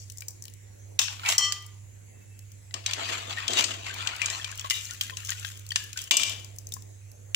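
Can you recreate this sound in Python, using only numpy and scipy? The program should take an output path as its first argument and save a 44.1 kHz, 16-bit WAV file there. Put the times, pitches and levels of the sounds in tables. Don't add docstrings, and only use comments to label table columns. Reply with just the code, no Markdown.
import sys
import numpy as np
from scipy import signal
from scipy.io import wavfile
from scipy.ndimage import uniform_filter1d

SR = 44100
rng = np.random.default_rng(int(sys.argv[2]) if len(sys.argv) > 2 else 0)


def output_pcm(signal):
    pcm = np.clip(np.atleast_2d(signal).T, -1, 1) * 32767
    wavfile.write(sys.argv[1], SR, np.round(pcm).astype(np.int16))


def invert_db(level):
    return 10 ** (np.asarray(level, dtype=float) / 20)


N = 324135


def evened(x):
    return x / np.sqrt(np.mean(x ** 2, -1, keepdims=True) + 1e-20)


def read_curve(points, hz):
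    f, value = np.transpose(points)
    return np.interp(np.log(hz + 1), np.log(f + 1), value)


def add(mix, s, sound):
    part = mix[..., round(s * SR):][..., :sound.shape[-1]]
    part += sound[..., :part.shape[-1]]


def band(x, lo_hz, hi_hz):
    return signal.sosfilt(signal.butter(3, [lo_hz, hi_hz], "band", fs=SR, output="sos"), x)


def fuzzy_tone(hz, width_hz):
    r = np.exp(-np.pi * width_hz / SR)
    slow = signal.lfilter([1], [1, -2 * r, r * r], rng.standard_normal((2, N)))
    carrier = np.exp(2j * np.pi * hz * np.arange(N) / SR)
    return evened(((slow[0] + 1j * slow[1]) * carrier).real)


def ports(pan_db):
    return invert_db(np.array([[.5], [-.5]]) * pan_db) * np.sqrt(2)


def place_db(s):
    at_bowl = .98 < s < 1.75 or s > 7.1
    return 2.5 if at_bowl else 8.5


def patchy(x, patchy_db):
    z = signal.stft(x, nperseg=512)[2]
    patches = rng.standard_normal(z.shape[1:])
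    patches = uniform_filter1d(uniform_filter1d(patches, 2, 0), 6, 1)
    return signal.istft(z * invert_db(patchy_db * patches / patches.std()), nperseg=512)[1][:, :N]


# pitch in Hz, level in dB.
SHELL_COLOUR = [(600, -27), (1060, -15.5), (2180, -11.5), (2900, -0.5), (4150, -8), (6500, -3.5),
                (7600, -5), (9400, -18), (11000, -15), (13500, -25), (15200, -9), (16300, -36.5)]


def coloured(x):
    log_gain = np.log(invert_db(read_curve(SHELL_COLOUR, abs(np.fft.fftfreq(4096, 1 / SR)))))
    taps = np.fft.ifft(np.exp(np.conj(signal.hilbert(log_gain)))).real[:1024]
    taps = taps.reshape((1,) * (x.ndim - 1) + (-1,))
    return signal.fftconvolve(x, taps, axes=-1)[..., :x.shape[-1]]


# pitch in Hz, level in dB per Hz.
AIR_COLOUR = [(35, -40), (60, 2), (160, -5), (480, -6), (1300, -22.5), (2070, -13.5), (2900, -20.5),
              (5300, -23), (6200, -13.5), (7600, -10), (9000, -28.5), (11000, -15.5), (13500, -38),
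              (15200, -21)]
# pitch in Hz, likeness from -1 to 1.
AIR_LIKENESS = [(40, 0.62), (150, -0.17), (300, -0.35), (640, -0.59), (1400, 0.15), (15000, -0.1)]
# start in seconds, end in seconds, pitch in Hz, level in dB.
STEAM_WHISTLES = [
    (2.13, 2.45, 2643, -74),
    (.75, .99, 5880, -75),
    (6.85, 7.35, 6330, -73),
]


def background():
    frames, hz = N // 512 + 5, np.fft.rfftfreq(2048, 1 / SR)
    a, b, c, d, patches = rng.standard_normal((frames, 1025, 5)).T
    patches = uniform_filter1d(uniform_filter1d(patches, 24, 0), 8, 1)
    same = np.clip(read_curve(AIR_LIKENESS, hz), -1, 1)[:, None]
    left = a + 1j * b
    right = same * left + np.sqrt(1 - same ** 2) * (c + 1j * d)
    shape = invert_db(read_curve(AIR_COLOUR, hz))[:, None]
    z = np.array([left, right]) * shape / np.linalg.norm(shape[hz > 150])
    z *= invert_db(2.6 * patches / patches.std())
    air = signal.istft(z, nperseg=2048, noverlap=1536)[1][:, :N] * invert_db(-58.5 + 3.5)
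    t = np.arange(N) / SR
    hum = np.sin(2 * np.pi * 100.0 * t) + 0.17 * fuzzy_tone(100.0, 7.1) + 0.17 * fuzzy_tone(95, 63)
    air += ports(-5.5) * invert_db(-47.5) * hum
    rumble = fuzzy_tone(52, 25) + 0.83 * fuzzy_tone(75, 25)
    air += invert_db(-67.5) * ports(4.0) * rumble * np.interp(t, [2.3, 4.3, 6.1], [.35, .9, .45])
    for start, end, tone_hz, db in STEAM_WHISTLES:
        swell = np.clip(np.minimum(t - start, end - t) / 0.012, 0, 1)
        air += invert_db(db) * fuzzy_tone(tone_hz, 70) * swell * ports(7.5)
    return air


def stroke(s, db, rise, fade):
    t = np.arange(0, N + 32, 32) / SR - s
    return invert_db(2 * (db + np.minimum(rise * t, -fade * t)))


# peak in seconds, level in dB, fade in dB a second, weight in dB (more = deeper sound).
HEAP_CRASHES = [
    (0, -49, 177, -24),
    (.996, -31, 330, 0),
    (1.385, -36, 75.5, -7.5),
    (2.743, -49, 204, 6.5),
    (6.115, -23, 300, -9.5),
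]
HEAP_POURS = [
    (1.11, -42, 100, -4.5),
    (1.268, -30.5, 100, 1),
    (1.302, -21.5, 300, -8),
    (6.22, -41, 65, -7),
    (6.3, -39, 132, -8.5),
]
HEAP_SCOOPS = [(2.881, -39.5, 40, 0), (2.991, -37, 39.6, 1.5), (3.08, -33, 61.3, -4),
               (3.134, -34, 223, -0.5), (3.309, -37, 149, -2), (3.4, -38, 80, 3), (3.5, -34.5, 60, -5.5),
               (3.55, -32.5, 59.5, -1.5), (3.594, -21.5, 300, -5), (3.72, -39.5, 131, -1),
               (3.861, -38.5, 68, -0.5), (3.97, -38, 29.8, 0), (4.07, -47, 61, 10.5), (4.23, -36, 41, -0.5),
               (4.31, -38, 70, -21)]
HEAP_SETTLES = [(4.46, -58.5, 60, -3), (4.648, -42.5, 150, -3), (4.705, -36, 55, -11), (4.9, -45, 86.4, -2),
                (5.016, -41.5, 74.5, -7), (5.175, -41.5, 120, -5.5), (5.25, -44, 40, -15),
                (5.291, -37, 200, -0.5), (5.38, -47.5, 52.6, -0.5), (5.453, -41.5, 150, -12.5),
                (5.762, -42.5, 69, -7), (5.973, -37, 133, -6.5)]
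# how fast it rises, in dB a second.
SLIDE_RISE = [3160, 450, 356, 1500]
SLIDE_FIZZ = [-17, -13.5, -19.5, -11]
SLIDE_BOOM = [-17, -25, -17.5, -32]
SLIDE_HOLLOW = [-3, -5, -8, -19]
# pitch in Hz, level in dB.
PAN_BODY = [(250, -9.5), (367, -4.5), (470, -6.5), (678, 6)]
# peak in seconds, level in dB, fade in dB a second.
SPOON_BUMPS = [
    (2.75, -50, 148),
    (2.98, -40, 150),
    (3.1, -42.5, 68),
    (3.28, -42.5, 195),
    (3.5, -36, 62),
    (3.595, -39.5, 350),
    (3.7, -47.5, 97),
    (4.08, -50.5, 152),
    (6.125, -43, 48),
]


def slides(true_db):
    grains = invert_db(3.5 * np.minimum(rng.exponential(1, N), 4)) * (rng.random(N) < 300 / SR)
    roughness = signal.lfilter([1], [1, -.985], grains)
    noise = rng.standard_normal((3, N))
    buzz = (1.6 + evened(roughness)) * (noise[0] + 1.53 * noise[1:])
    buzz = patchy(coloured(buzz), patchy_db=3.4)
    boom = sum(invert_db(db) * fuzzy_tone(hz, 50) for hz, db in PAN_BODY)
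    boom = boom + 2.0 * evened(band(rng.standard_normal(N), 236, 950))
    limits_hz = [(4540, 7500), (2227, 4910), (1120, 2334), (600, 1120), (9400, 15000)]
    buzzes = [band(buzz, lo, hi) for lo, hi in limits_hz] + [np.array([boom, boom])]
    side_share = [1.0, 1.0, 0.69, 0.4, 0.1, .1]
    power = 0
    for k, rows in enumerate([HEAP_CRASHES, HEAP_POURS, HEAP_SCOOPS, HEAP_SETTLES]):
        for s, db, fade, weight_db in rows:
            parts_db = np.array([-4 - 0.24 * weight_db,
                                 1.5 + 0.49 * weight_db,
                                 weight_db - 0.7,
                                 weight_db + SLIDE_HOLLOW[k],
                                 SLIDE_FIZZ[k] - 0.3 * weight_db,
                                 SLIDE_BOOM[k]])
            sides = np.array([ports(share * 0.71 * place_db(s)) for share in side_share])
            gains = invert_db(parts_db)[:, None, None] * sides
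            power = power + gains ** 2 * stroke(s, db, SLIDE_RISE[k], fade)
    power[-1] += sum(2 * stroke(s, db, 700, fade) for s, db, fade in SPOON_BUMPS)
    level = np.repeat(np.sqrt(power), repeats=32, axis=2)
    level = uniform_filter1d(level, size=32, axis=2)[..., :N]
    made_up_db = np.where(np.gradient(true_db) < 0, true_db, np.minimum(true_db, 7))
    return (level * evened(np.array(buzzes))).sum(0) * invert_db(made_up_db - 2.5)


# time in seconds, peak in dB, ring pitch in Hz, level of the body in dB.
COOLING_TICKS = [(.0995, -31.5, 6140, -14), (.1727, -34.5, 7360, -38), (.2065, -28, 6600, -24),
                 (.221, -30.5, 2340, -13.5), (.2832, -22, 7260, -42), (.423, -31.5, 6300, -38),
                 (.4536, -31, 7040, -15.5), (.481, -36.5, 4010, -10.5), (.5374, -36.5, 7660, -21),
                 (2.3913, -38, 6560, -18), (2.518, -41.5, 6500, -15), (6.4457, -35, 4900, -23),
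                 (6.562, -42, 7500, -32), (6.5854, -27.5, 6150, -42), (6.6695, -32, 6500, -36),
                 (6.7214, -24.5, 3690, -41), (6.7387, -21, 7350, -33), (6.766, -35.5, 1060, -30),
                 (7.1162, -40.5, 5800, -30)]
SHELL_DROPS = [(0.9909, -4.5, 3700, -13), (1.0165, -14.5, 3540, -17), (1.082, -31, 1500, 2.5),
               (1.1956, -31.5, 1290, -6), (1.234, -31, 1400, -14), (1.261, -17, 2520, -8),
               (1.2882, -10.5, 6700, -16), (1.3206, -18, 5530, -6.5), (1.381, -2.5, 5480, -32),
               (1.5229, -11, 4720, -14.5), (6.11, -3, 3026, -12.5), (6.1686, -6.5, 7620, -16.5),
               (6.1966, -16, 2410, -23), (6.233, -12, 3080, -13), (6.2956, -20, 7420, -11),
               (7.3463, -6.5, 2920, -24)]
SPOON_PUSHES = [(2.7094, -39.5, 1990, -12), (2.7406, -19.5, 6230, -8.5), (2.862, -11.5, 3850, -12),
                (2.9104, -20, 3390, -7), (2.9339, -10.5, 2860, -18), (3.0897, -24, 1890, -8),
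                (3.327, -25.5, 2570, -8), (3.3845, -21.5, 1890, -19), (3.48, -10, 3430, -13),
                (3.5337, -15.5, 4000, -18), (3.5864, -11.5, 2860, -12.5), (3.6406, -12, 4380, -13.5),
                (3.865, -23, 2240, -12), (4.072, -17, 4820, -6.5), (4.217, -11, 2520, -19),
                (4.259, -12.5, 6730, -15.5), (4.3, -20.5, 5330, -13), (4.398, -27, 1810, -22),
                (4.4448, -18.5, 3160, -14)]
WET_TUMBLES = [(4.515, -26, 7150, -35), (4.595, -24.5, 6770, -13), (4.6454, -24, 1112, -13),
               (4.6999, -12, 5460, -13.5), (4.7074, -9, 2936, -13.5), (4.853, -26, 6350, -22),
               (4.909, -27.5, 6530, -16), (5.011, -9, 3234, -18), (5.0974, -26.5, 1820, -11),
               (5.1699, -24, 6450, -11), (5.2714, -28, 6200, -16), (5.2926, -20.5, 6640, -10.5),
               (5.3194, -19.5, 1900, -11), (5.397, -26.5, 7450, -30), (5.448, -25, 1616, -8),
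               (5.7057, -24, 3160, -47), (5.7196, -25, 4470, -8), (5.7587, -10.5, 6460, -6),
               (5.9297, -27, 6780, -15.5), (5.9738, -21.5, 6750, -11), (5.9897, -21, 3290, -22)]
# time in seconds, peak in dB, ring pitch in Hz.
SAUCE_CRACKLES = [(0.1205, -33.5, 7600), (0.1832, -33, 7000), (0.3063, -34, 7700), (0.4394, -37, 7300),
                  (0.4988, -43, 6600), (1.624, -38, 5780), (1.664, -33.5, 7400), (3.279, -45.5, 6900),
                  (3.9419, -26, 4300), (4.1634, -28, 4930), (4.5555, -34, 6700), (4.5763, -27, 6800),
                  (4.61, -28, 6300), (4.9352, -29.5, 6300), (5.0345, -31, 6700), (5.249, -29.5, 6450),
                  (5.3038, -19, 6960), (5.488, -28.5, 6900), (5.574, -35, 6520), (5.5945, -35.5, 6170),
                  (5.665, -33, 4400), (5.6898, -30, 6840), (5.8396, -29.5, 6870), (6.017, -21.5, 6500),
                  (6.0396, -26.5, 6620), (6.6894, -37, 6450), (6.8224, -37, 7260)]
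SAUCE_SPRAY = [-15, -20.5, -28, -20.5, -16]


def knocks_and_rings(true_db):
    crackles = [(*row, -34.5) for row in SAUCE_CRACKLES]
    kinds = [COOLING_TICKS, SHELL_DROPS, SPOON_PUSHES, WET_TUMBLES, crackles]
    rows = [row for kind in kinds for row in kind]
    spray_db = np.repeat(SAUCE_SPRAY, [len(kind) for kind in kinds])
    t, out = np.arange(1200) / SR, np.zeros((2, 2, N))
    chance = rng.standard_normal((len(rows), 3, len(t)))
    shared = chance[:, :1] ** 2 * np.sign(chance[:, :1])
    t60 = np.interp([row[1] for row in rows], [-35, -8], [.015, .03])[:, None, None]
    chatter = coloured((shared + 2.3 * chance[:, 1:]) * invert_db(-60 * t / t60))
    edges_hz = [800, 2500, 5000, 9000, 17000]
    parts = [band(chatter, lo, hi) for lo, hi in zip(edges_hz, edges_hz[1:])]
    dull, middle, bright, fizz = (p / abs(p).max((1, 2), keepdims=True) for p in parts)
    for k, (s, db, hz, body_db) in enumerate(rows):
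        pan_db = place_db(s) + 3.6 * chance[k, 0, 1]
        side_hz = hz * np.exp(0.2944 * chance[k, :, :1])
        ring = np.sin(2 * np.pi * hz * t) + 0.28 * np.sin(2 * np.pi * side_hz * t).sum(0)
        ring *= invert_db(-60 * t / (45 / hz + .010)) * np.minimum(t / .0003, 1)
        top = np.interp(hz, [1500, 5000], [.15, .75]) * bright[k] + invert_db(body_db + 7) * middle[k]
        low = invert_db(1.43 * body_db - 6.5 + 7.5) * dull[k]
        spray = invert_db(spray_db[k] - 0.26 * (db + 18) + 9) * fizz[k]
        spray = spray * np.interp(hz, [1000, 3000], [.3, 1.01])
        knock = ports(pan_db) * top + ports(0.53 * pan_db) * low + ports(0.13 * pan_db) * spray
        strength = invert_db(db + true_db[round(s * SR)] - 0.5)
        add(out, s, strength * np.array([knock, 0.36 * ports(pan_db) * ring]))
    return out


# pitch in Hz, seconds to fade by 60 dB.
ROOM_FADE = [(300, 0.2), (1700, 0.48), (4600, 0.38), (12000, 0.21)]


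def kitchen(x):
    taps = np.zeros((2, SR // 2))
    at = np.arange(260, SR // 2 - 20, 20) + rng.integers(0, 20, (2, (SR // 2 - 261) // 20))
    np.put_along_axis(taps, at, rng.choice([-1., 1.], at.shape), 1)
    hz, t, z = signal.stft(taps, SR, nperseg=256)
    fading = z * invert_db(-60 * t / read_curve(ROOM_FADE, hz)[:, None])
    tail = signal.istft(fading, SR, nperseg=256)[1]
    return signal.oaconvolve(x, tail / np.linalg.norm(tail[0]), axes=1)[:, :N]


# time in seconds, excess in dB, recovery in dB a second.
LOUD_BLOWS = [(.991, 12, 332), (1.289, 6, 152), (1.379, 15, 304), (1.419, 13.5, 400), (2.74, 1, 150),
              (3.487, 17, 519), (3.574, 6, 150), (3.611, 2, 300), (3.639, 8, 411), (4.076, 0, 103),
              (4.701, 11.5, 360), (4.732, 12.5, 500), (5.756, 0, 300), (6.107, 25, 194), (6.167, 20, 294),
              (6.232, 10, 201), (7.346, 2, 301)]


def limiter_db():
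    t, drop = np.arange(N) / SR, np.zeros(N)
    for s, excess_db, recovery in LOUD_BLOWS:
        ahead = excess_db * (1 + (t - s) / 0.017)
        after = excess_db - recovery * (t - s)
        drop = np.maximum(drop, np.minimum(ahead, after))
    return -uniform_filter1d(drop, 200)


# start in seconds, length in
# seconds, pitch in Hz, level in dB.
SHELL_NOTES = [(1.016, .04, 3540, -28), (1.235, .03, 1340, -36), (1.25, .08, 2300, -27),
               (1.26, .05, 2650, -26), (1.27, .05, 1100, -36), (1.3, .04, 700, -38),
               (2.862, .03, 3850, -32), (2.934, .02, 2800, -32), (2.98, .025, 650, -40),
               (2.996, .015, 1420, -38), (3.034, .03, 3480, -36), (3.13, .02, 3100, -33),
               (3.14, .02, 1500, -38), (3.296, .02, 1530, -41), (3.372, .05, 1850, -32),
               (3.42, .04, 2600, -39), (3.48, .06, 3210, -28), (3.52, .025, 370, -36),
               (3.565, .06, 2850, -21), (3.57, .04, 3700, -23), (3.585, .03, 700, -34),
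               (3.642, .02, 4900, -28), (3.868, .02, 2120, -36), (3.9, .05, 1550, -37),
               (3.95, .015, 2400, -36), (4.0, .06, 1350, -37), (4.0, .05, 3450, -37),
               (4.06, .02, 1500, -38), (4.128, .03, 1450, -36), (4.2, .012, 2820, -32),
               (4.218, .05, 2350, -29), (4.22, .04, 2850, -31), (4.28, .02, 2360, -34),
               (4.304, .015, 1900, -37), (4.33, .04, 4200, -37), (4.35, .04, 3000, -38),
               (4.415, .015, 3250, -33), (4.445, .04, 2400, -37), (4.491, .015, 2600, -39),
                   (4.524, .012, 1580, -38), (4.5845, .01, 3220, -40), (4.611, .012, 3320, -34),
                   (4.65, .04, 1050, -36), (4.71, .04, 2030, -31), (4.72, .1, 2950, -33),
                   (4.74, .07, 3750, -33), (4.867, .01, 4150, -39), (4.894, .012, 1890, -38),
                   (4.91, .03, 1450, -41), (4.976, .006, 2620, -35), (5.052, .03, 3240, -39),
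                   (5.12, .03, 1050, -42), (5.136, .012, 3220, -40), (5.194, .012, 2620, -39),
                   (5.2326, .008, 1700, -36), (5.2934, .012, 1550, -30), (5.35, .015, 1500, -40),
                   (5.422, .012, 1390, -40), (5.45, .05, 3200, -39), (5.48, .015, 2580, -39),
                   (5.555, .03, 3220, -46), (5.7055, .012, 3100, -29), (5.718, .01, 4500, -27),
                   (5.718, .01, 1850, -30), (5.758, .015, 1780, -28), (5.78, .14, 1700, -44),
                   (5.929, .012, 2520, -43), (5.96, .03, 1510, -37), (5.99, .04, 3210, -38)]


def singing_shells(true_db):
    rows, out = SHELL_NOTES, np.zeros((2, N))
    partial_gain = np.array([[.4], [.7], [1], [.7], [.4]])
    for (s, length, hz, db), chance in zip(rows, rng.uniform(-1, 1, (len(rows), 11))):
        t = np.arange(0, 2 * length, 1 / SR)
        spread = np.linspace(-1, 1, num=5) + .2 * chance[:5]
        partials = hz * (1 + .045 * spread)[:, None]
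        phase = np.pi * chance[5:10, None]
        tone = (partial_gain * np.sin(2 * np.pi * partials * t + phase)).sum(0)
        shape = np.minimum(t / .0015, 1) * invert_db(db - 8 - 16 * (t / length) ** 2)
        add(out, s, ports(.8 * place_db(s) + 2 * chance[10]) * tone * shape)
    return out * invert_db(true_db)


def struck(modes, blows, pan_db):
    t, out = np.arange(SR)[:, None] / SR, np.zeros((2, N))
    hz, db, t60 = np.transpose(modes)
    turn = .5 * rng.standard_normal((2, 1, len(hz)))
    for s, blow_db in blows:
        spot_db = rng.standard_normal(len(hz))
        fade = invert_db(blow_db + db + spot_db - 60 * t / t60 - 38 * t ** 2)
        build_up = np.minimum(t * hz / 18 + .2, 1)
        ring = fade * build_up * np.sin(2 * np.pi * hz * (t + round(s * SR) / SR) + turn)
        add(out, s, ports(pan_db) * ring.sum(2) * np.minimum(t[:, 0] / 0.00093, 1))
    return out


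# pitch in Hz, level in dB, seconds to fade by 60 dB.
BOWL_TONES = [(1125, -14, .25), (1195, -14, .6), (1981, -9, .55), (3139, -1, .45), (4152, -11, .35),
              (4392, -6, .35), (5440, -5, .3), (5784, -4, .3), (5932, -12, .3), (6315, -17, .25),
              (7120, -14, .35), (7725, -17, .25), (7480, -16, .3), (8861, -19, .15)]
# time in seconds, level in dB.
BOWL_HITS = [
    (1.325, -41),
    (1.381, -25.5),
    (1.418, -31),
]


def bowl_rings():
    return struck(BOWL_TONES, BOWL_HITS, 3.2)


# pitch in Hz, level in dB, seconds to fade by 60 dB.
PAN_TONES = [(1093, -18, .6), (2353, -4, .6), (2772, -1, .4), (2836, -5, .4), (2961, -2, .5),
             (3499, -3, .45), (4285, -11, .4), (4850, -10, .5), (5895, -10, .4), (6611, -12, .4),
             (7262, -9, .35), (7628, -12, .4)]
# time in seconds, level in dB.
PAN_HITS = [
    (4.707, -40),
    (6.112, -26),
    (6.168, -44.5),
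    (6.232, -49),
]
# start in seconds, pitch in Hz, level in dB, seconds to fade by 60 dB.
PAN_FLOOR = [
    (6.13, 232, -46.5, 0.47),
]


def pan_rings():
    floor = sum(struck([(hz, db, t60)], [(s, 0)], 3.4) for s, hz, db, t60 in PAN_FLOOR)
    return struck(PAN_TONES, PAN_HITS, 4.2) + floor


def scene():
    true_db = -limiter_db()
    knocks, shell_rings = knocks_and_rings(true_db)
    heap = slides(true_db)
    shell_rings = shell_rings + singing_shells(true_db)
    near = knocks + shell_rings + heap
    near[1] = np.roll(near[1], -22)
    ringing = patchy(bowl_rings() + pan_rings(), patchy_db=2.4)
    near += ringing * invert_db(.85 * true_db)
    echoes = kitchen((knocks + 0.5 * shell_rings) * invert_db(-.2 * true_db))
    return near + invert_db(-11.5) * echoes + background()


def roll_off(x):
    return signal.sosfilt(signal.butter(12, 16300, fs=SR, output="sos"), x)


def record(dry):
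    edges = signal.ellip(6, .5, 40, [30, 16000], "band", fs=SR, output="sos")
    ducked = signal.sosfilt(edges, dry) * invert_db(limiter_db())
    mix = 0.89 * np.tanh(ducked / 0.92)
    return roll_off(mix)


dry = scene()
out = record(dry)
output_pcm(out)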